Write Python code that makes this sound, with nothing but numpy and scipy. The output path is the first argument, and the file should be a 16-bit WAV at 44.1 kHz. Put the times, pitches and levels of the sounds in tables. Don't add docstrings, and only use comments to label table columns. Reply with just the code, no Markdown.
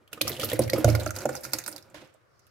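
import sys
import numpy as np
from scipy import signal
from scipy.fft import rfft, irfft, next_fast_len
from scipy.io import wavfile
from scipy.ndimage import map_coordinates

SR = 44100
rng = np.random.default_rng(int(sys.argv[2]) if len(sys.argv) > 2 else 0)


def file_out(sig):
    cols = np.atleast_2d(sig).T
    lim = np.clip(cols, -1, 1)
    pcm = np.round(lim * 32767).astype(np.int16)
    wavfile.write(sys.argv[1], SR, pcm)


def attenuation_scalar(level_db):
    decades = np.asarray(level_db, float) / 20
    return 10 ** decades


N = 110250

# [f/Hz, level/dB]
AIR_SPECTRUM = [(30, -28), (105, 0.5), (190, -17.5), (500, -9.5), (900, -19.5), (1220, -11.5),
                (3200, -31.5), (16000, -42.5)]
# [t/s, length/s, flow level/dB, mug-on-funnel level/dB]
PULP_SLIDES = [(0, 0.059, -91, -60.5), (0.111, 0.14, -57, -52), (0.225, 0.16, -40.5, -41.5),
               (0.372, 0.12, -41, -41.5), (0.459, 0.14, -41.5, -41), (0.576, 0.11, -47.5, -37.5),
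               (0.71, 0.14, -45.5, -36), (0.818, 0.18, -45.5, -37), (0.981, 0.12, -47, -37),
               (1.132, 0.14, -45.5, -40), (1.275, 0.14, -48.5, -45.5), (1.409, 0.11, -48, -47),
               (1.515, 0.12, -45, -42.5), (1.638, 0.19, -59.5, -50), (1.823, 0.14, -72, -56),
               (1.93, 0.16, -78, -52)]
# [f/Hz, level/dB]
WET_SPECTRUM = [(410, -40.5), (700, -6), (946, -23.5), (1180, -11.5), (2960, -10.5), (8310, -11.5),
                (12200, -5.5), (16000, -15.5)]
# [f/Hz, level/dB, t60/s]
JAR_MODES = [(231.6, -11, 0.15), (310.7, -3, 0.16), (350.5, -6, 0.13), (523, -4, 0.086),
             (604.3, -14.5, 0.18), (675, -21, 0.17), (794, -26.5, 0.13)]
# [f/Hz, level/dB, t60/s]
TABLE_MODES = [(83.4, -8, 0.41), (110, -5.5, 0.39), (132.7, -6, 0.3)]
# [f/Hz, width/Hz, level/dB]
NECK_MODES = [(965, 160, -7.5), (1420, 190, 0), (2200, 300, -7)]
# [t/s, peak level/dB, brightest f/Hz]
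DROP_EVENTS = [(0.0766, -42, 3100), (0.2722, -23.5, 4500), (.274, -26, 2900), (.296, -22, 2000),
               (0.294, -20, 13000), (0.318, -21.5, 4140), (0.3285, -24.5, 3340), (.366, -24.5, 2900),
               (0.4116, -16, 3200), (0.418, -20, 4440), (.431, -15.5, 3060), (0.435, -18.5, 4980),
               (0.452, -23, 4200), (.489, -23, 3970), (0.504, -30, 3140), (0.5161, -19.5, 3540),
               (0.637, -25, 5500), (.678, -22.5, 2140), (.7596, -30, 4500), (0.889, -22, 4300),
               (0.9001, -19.5, 5430), (1.033, -30.5, 7000), (1.0754, -23, 4740), (1.0914, -29, 2480),
               (1.153, -30, 6060), (1.1867, -22.5, 6340), (1.205, -25, 4600), (1.217, -30, 6580),
               (1.33, -34, 5000), (1.365, -22.5, 5000), (1.376, -31.5, 4370), (1.4081, -34, 10900),
               (1.4508, -23, 6300), (1.6388, -25.5, 3850), (1.7149, -32, 9100), (1.7263, -26, 5160),
               (1.7798, -27, 3540), (1.8252, -40.5, 5000), (1.9, -49, 7450), (2.047, -50, 5330),
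               (2.074, -55, 5940), (2.14, -51.5, 8000), (2.3933, -47, 5900), (2.4675, -42.5, 2930)]
# [t/s, peak level/dB, brightest f/Hz, t60/s]
SLAP_EVENTS = [(0.1303, -20, 2750, 0.044), (0.2142, -6.5, 4100, 0.039), (0.2788, -13, 5330, 0.039),
               (0.3971, -15.5, 3050, 0.047), (0.4441, -16, 12950, 0.057), (0.499, -18, 3170, 0.043),
               (0.5318, -20, 11770, 0.039), (0.592, -17.5, 9540, 0.038), (0.617, -20, 4300, 0.082),
               (0.6988, -18.5, 4440, 0.034), (0.733, -16, 5000, 0.048), (0.7806, -24, 12200, 0.076),
               (0.845, -15.5, 6400, 0.03), (0.8785, -17, 2330, 0.1), (0.9511, -17, 4660, 0.043),
               (0.9972, -20.5, 3930, 0.068), (1.0616, -25, 6400, 0.035), (1.1066, -23.5, 6250, 0.037),
               (1.163, -20, 4900, 0.035), (1.2551, -24.5, 6400, 0.04), (1.29, -26, 7200, 0.055),
               (1.3527, -23, 6200, 0.045), (1.4341, -20.5, 4970, 0.093), (1.518, -33, 5870, 0.11),
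               (1.5336, -8.5, 4710, 0.043), (1.5855, -18.5, 6440, 0.042), (1.662, -21, 4950, 0.045),
               (1.6774, -17.5, 9100, 0.059), (1.762, -26.5, 4780, 0.044), (1.9434, -40.5, 4600, 0.056)]
# [t/s, peak level/dB, f/Hz]
PLOP_EVENTS = [(0.1281, -35, 1426), (0.2101, -16, 2510), (0.4325, -27, 1310), (.5316, -23, 2100),
               (.589, -32, 2100), (0.6958, -22.5, 1930), (0.7322, -20.5, 2175), (.7596, -28, 1240),
               (.7821, -30, 1290), (0.8435, -20.5, 1437), (.888, -27.5, 1340), (0.9495, -19.5, 1420),
               (.9497, -24, 2200), (1.012, -31, 1420), (1.063, -22.5, 1374), (1.091, -31, 1420),
               (1.106, -27, 1420), (1.163, -36, 1360), (1.187, -41, 1360), (1.204, -40, 1440),
               (1.217, -32.5, 1410), (1.255, -28.5, 1400), (1.291, -26.5, 1447), (1.329, -46, 1290),
               (1.349, -31.5, 1400), (1.4496, -30, 1420), (1.452, -39, 2250), (1.5339, -30, 1460),
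               (1.535, -31, 2310), (1.589, -37, 1680), (1.6777, -28, 1504)]
# [t/s, peak level/dB, f/Hz]
GULP_EVENTS = [(0.175, -32.5, 1236), (.274, -30, 1220), (0.516, -23, 1860), (.846, -18.5, 690),
               (.592, -30.5, 1006), (1.255, -24, 821), (1.291, -28, 772), (1.35, -35, 814),
               (1.445, -49, 950), (1.535, -36, 870), (1.662, -45.5, 936), (1.679, -41, 963),
               (1.758, -43, 942), (1.943, -40, 955), (1.944, -41, 2120), (2.145, -55.5, 600)]
# [t/s, peak level/dB, funnel f/Hz]
KNOCK_EVENTS = [(0.131, -39.5, 447), (.175, -37, 470), (0.211, -24, 553), (0.251, -30.5, 505),
                (0.302, -26, 437), (0.393, -29, 516), (0.436, -21.5, 470), (0.516, -24.5, 588),
                (0.531, -17, 486), (0.592, -8, 535), (0.733, -12, 538), (0.78, -18, 473), (0.844, -7, 573),
                (0.879, -12.5, 615), (0.947, -21, 584), (0.99, -23, 584), (1.063, -20, 628),
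                (1.254, -13, 580), (1.292, -21.5, 510), (1.534, -29.5, 564), (1.682, -38.5, 593),
                (1.944, -37, 584)]
# [t/s, peak level/dB, boom f/Hz]
THUMP_EVENTS = [(0.217, -35, 119.4), (0.253, -29, 111.5), (0.432, -30, 105), (0.53, -25.5, 114),
                (0.594, -20.5, 123), (.64, -24, 107), (0.736, -24.5, 119.6), (0.848, -6.5, 115.4),
                (0.919, -13, 115), (1.064, -27.5, 110), (1.14, -32.5, 102.2), (1.255, -34.5, 135.3),
                (1.457, -46.5, 131), (1.535, -41.5, 124.5), (1.959, -58.5, 107)]
# [f/Hz, width/Hz, gain added]
MUG_CAVITY = [(1150, 300, -.7), (1430, 250, 1.3), (3150, 1500, -.85)]
# [f/Hz, t60/s]
ROOM_DECAY = [(100, 0.33), (300, 0.71), (12000, 0.22)]
# [t/s, level/dB]
MUG_PAN = [(0.0, -2.5), (.8, -4), (.95, -6), (1.3, -5.5), (1.72, -7.5), (1.9, -7), (2.5, -5.5)]

WIDE_DB = -1
AIR_DB, HISS_DB, HISS_S, HISS_HZ = -64.5, -74.5, 2.23, 5000
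EDGE_S, DRAIN_T60_S = 0.035, 0.18
SAG = 0.58
GRAINS_PER_S, GRAIN_SPREAD_DB, GRAIN_CYCLES, GRAIN_DB, CLUMP_DB = 1600, 2.5, 4, 3, 3.5
RUB_LUMP_DB, RUB_TABLE_DB, NECK_DB = 5, -7, -13.5
CRACK_DB, PEAK_DB, PEAK_WIDTH = -5.5, -3.5, 0.16
SLAP_SWELL_S, GRIT_DB, SNAP_DB, SNAP_T60_S = 0.0025, 2.5, 5.5, 0.0055
DROP_T60_S, DROP_CRACK_DB = 0.044, -10.5
PLOP_T60_S, PLOP_DB, PLOP_WIDTH = 0.025, 3.5, 0.16
FUNNEL_T60_S, SWELL_S, JAR_DB = 0.05, 0.0012, -7
TABLE_DB, TABLE_SWELL_S, BOOM_T60_S, SIDE_MODES_DB = -1.5, 0.009, 0.31, -6.5
BOOM_SAG = 0.5
TIP_S, TIP_LENGTH_S = 0.84, 0.4
LAST_S, LAST_DB, LAST_HZ, LAST_WIDTH_HZ, LAST_T60_S = 1.943, -49, 1800, 3500, 0.5
ROOM_DB, ROOM_LOW_HZ = -12, 110
LOW_PAN_DB, TOP_HZ = 3.5, 15900


def unit(x):
    return x / np.sqrt(np.mean(x ** 2) + 1e-20)


def along(points, hz):
    f, v = np.transpose(points)
    return np.interp(np.log(hz + 1), np.log(f + 1), v)


def curves(rows):
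    s, *cols = np.transpose(rows)
    return [np.interp(np.arange(N) / SR, s, c) for c in cols]


def wobble(rate):
    knots = rng.standard_normal(int(N * rate / SR) + 4)
    return map_coordinates(knots, [np.arange(N) * rate / SR])


def filtered(x, response):
    m = next_fast_len(x.shape[-1] + 4096)
    spectrum = rfft(x, m) * response(np.fft.rfftfreq(m, 1 / SR))
    return irfft(spectrum, m)[..., :x.shape[-1]]


def resonance(hz, centre_hz, width_hz):
    damping = 1j * hz * width_hz
    return damping / (centre_hz ** 2 - hz ** 2 + damping)


def fade(t, t60, swell):
    return attenuation_scalar(-60 * t / max(t60, 0.004)) * (1 - np.exp(-t / swell))


def ring(modes, t, swell, spread_db):
    total = 0
    for hz, db, t60 in modes:
        gain = attenuation_scalar(db + spread_db * rng.standard_normal())
        total = total + gain * fade(t, t60, swell) * np.sin(2 * np.pi * hz * t)
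    return total


def add(track, s, x):
    spot = track[..., round(s * SR):][..., :x.shape[-1]]
    spot += x[..., :spot.shape[-1]]


def wide(length):
    a, b = rng.standard_normal((2, length))
    return np.array([a + attenuation_scalar(WIDE_DB) * b, a - attenuation_scalar(WIDE_DB) * b])


def air():
    floor = unit(filtered(wide(N), lambda f: attenuation_scalar(along(AIR_SPECTRUM, f))))
    hiss = unit(filtered(wide(N), lambda f: resonance(f, HISS_HZ, 1800) ** 2))
    rise = np.clip((np.arange(N) / SR - HISS_S) / 0.16, 0, 1)
    return attenuation_scalar(AIR_DB + 0.8 * wobble(5.1)) * floor + attenuation_scalar(HISS_DB) * rise * hiss


def slides(level_column):
    t, rows = np.arange(N) / SR, np.array(PULP_SLIDES)
    s, end = rows[:, :1], rows[:, :1] + rows[:, 1:2]
    swell = np.clip((t - s) / EDGE_S, 0, 1)
    flow = np.clip((end - t) / EDGE_S, 0, 1) * (1 - SAG * (t - s) / (end - s))
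    drain = 0.1 * attenuation_scalar(-60 * np.maximum(t - end, 0) / DRAIN_T60_S)
    level = attenuation_scalar(rows[:, level_column:level_column + 1])
    return np.sqrt(np.sum((level * swell * (flow + drain)) ** 2, 0))


def pulp():
    u = rng.random((int(GRAINS_PER_S * N / SR), 4))
    t = np.arange(128) / SR
    hz = 1700 * 9 ** u[:, 1:2]
    size = attenuation_scalar(-GRAIN_SPREAD_DB * np.log(u[:, 2:3] + 0.01))
    grains = size * np.sin(2 * np.pi * hz * t) * np.exp(-t * hz / GRAIN_CYCLES)
    at = (u[:, :1] * N).astype(int) + np.arange(len(t))
    sides = []
    for gain in (1.3 - 0.6 * u[:, 3:], 0.7 + 0.6 * u[:, 3:]):
        sides.append(np.bincount(at.ravel(), (grains * gain).ravel(), N + len(t))[:N])
    hiss = unit(filtered(wide(N), lambda f: attenuation_scalar(along(WET_SPECTRUM, f))))
    wet = attenuation_scalar(GRAIN_DB) * unit(np.array(sides)) + hiss
    clumps = attenuation_scalar(CLUMP_DB * wobble(44.43) + 0.73 * wobble(150))
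    return slides(level_column=2) * unit(wet * clumps)


def rub():
    def driven(bands):
        lumps = rng.standard_normal(N) * attenuation_scalar(RUB_LUMP_DB * np.tanh(wobble(40.08)))
        return unit(filtered(lumps, lambda f: sum(attenuation_scalar(db) * resonance(f, hz, w) for hz, w, db in bands)))

    def body(modes):
        return driven([(hz, 3.54 / t60, db) for hz, db, t60 in modes])

    mix = body(JAR_MODES) + attenuation_scalar(RUB_TABLE_DB) * body(TABLE_MODES) + attenuation_scalar(NECK_DB) * driven(NECK_MODES)
    return slides(level_column=3) * mix


def slaps():
    out, t = np.zeros((2, N)), np.arange(SR // 5) / SR
    rows = [(*row, CRACK_DB) for row in SLAP_EVENTS]
    rows += [(*row, DROP_T60_S, DROP_CRACK_DB) for row in DROP_EVENTS]
    for s, db, hz, t60, crack_db in rows:
        def colour(f):
            return attenuation_scalar(crack_db + along(WET_SPECTRUM, f)) + attenuation_scalar(PEAK_DB) * resonance(f, hz, PEAK_WIDTH * hz)

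        grit = attenuation_scalar(GRIT_DB * np.repeat(rng.standard_normal(len(t) // 30), 30))
        crack = grit * fade(t, t60, SLAP_SWELL_S * t60 / 0.05)
        snap = attenuation_scalar(SNAP_DB) * (0.05 / t60) ** 2 * fade(t, SNAP_T60_S, 0.0003)
        add(out, s, attenuation_scalar(db) * filtered(wide(len(t)) * (crack + snap), colour))
    return out


def plops():
    out, t = np.zeros((2, N)), np.arange(SR // 8) / SR
    for s, db, hz in list(PLOP_EVENTS) + list(GULP_EVENTS):
        rough = unit(filtered(wide(len(t)), lambda f: resonance(f, hz, PLOP_WIDTH * hz)))
        tone = np.sin(2 * np.pi * hz * t)
        envelope = fade(t, PLOP_T60_S * 1400 / hz, 0.0022)
        add(out, s, attenuation_scalar(db + PLOP_DB) * envelope * (tone + 0.58 * rough))
    return out


def knocks():
    out, t = np.zeros(N), np.arange(SR * 3 // 4) / SR
    for s, db, hz in KNOCK_EVENTS:
        funnel = fade(t, FUNNEL_T60_S, SWELL_S) * np.sin(2 * np.pi * hz * t)
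        jar = ring(JAR_MODES, t, SWELL_S * 3, spread_db=3.5)
        add(out, s, attenuation_scalar(db) * (funnel + attenuation_scalar(JAR_DB) * jar))
    for s, db, hz in THUMP_EVENTS:
        phase = 2 * np.pi * hz * t * (1 - BOOM_SAG * t / 2)
        boom = fade(t, BOOM_T60_S, TABLE_SWELL_S) * np.sin(phase)
        side_modes = ring(TABLE_MODES[::2], t, TABLE_SWELL_S, spread_db=2)
        add(out, s, attenuation_scalar(db + TABLE_DB) * (boom + attenuation_scalar(SIDE_MODES_DB) * side_modes))
    return out


def tipped(x):
    share = np.clip((np.arange(N) / SR - TIP_S) / TIP_LENGTH_S, 0, 1)
    return x + share * filtered(x, lambda f: sum(g * resonance(f, hz, w) for hz, w, g in MUG_CAVITY))


def dregs():
    out, t = np.zeros((2, N)), np.arange(SR // 2) / SR
    noise = unit(filtered(wide(len(t)), lambda f: resonance(f, LAST_HZ, LAST_WIDTH_HZ) ** 2))
    wet = noise * attenuation_scalar(2.5 * wobble(68.5)[:len(t)])
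    add(out, LAST_S, attenuation_scalar(LAST_DB) * fade(t, LAST_T60_S, 0.00066) * wet)
    return out


def room(x):
    hz, t, z = signal.stft(rng.standard_normal((2, SR // 2)), SR, nperseg=256)
    decay = attenuation_scalar(-60 * t / along(ROOM_DECAY, hz)[:, None])
    tail = signal.istft(z * decay, SR, nperseg=256)[1]
    delayed = np.pad(x, (200, 0))[None]
    return signal.fftconvolve(delayed, tail / np.linalg.norm(tail[0]), axes=1)[:, :N]


def scene():
    side = np.array([[0.5], [-0.5]])
    bright = tipped(slaps() + pulp()) + plops() + dregs()
    low = knocks() + rub()
    near = low * attenuation_scalar(-LOW_PAN_DB * side) + bright * attenuation_scalar(curves(MUG_PAN)[0] * side)
    far = filtered(near.mean(0), lambda f: f / np.hypot(f, ROOM_LOW_HZ))
    return near + attenuation_scalar(ROOM_DB) * room(far) + air()


def low_pass(x):
    return signal.sosfilt(signal.butter(12, 16980, fs=SR, output="sos"), x)


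def record(dry):
    mix = filtered(dry, lambda f: 1 / (1 + (f / TOP_HZ) ** 60))
    return low_pass(mix)


dry = scene()
out = record(dry)
file_out(out)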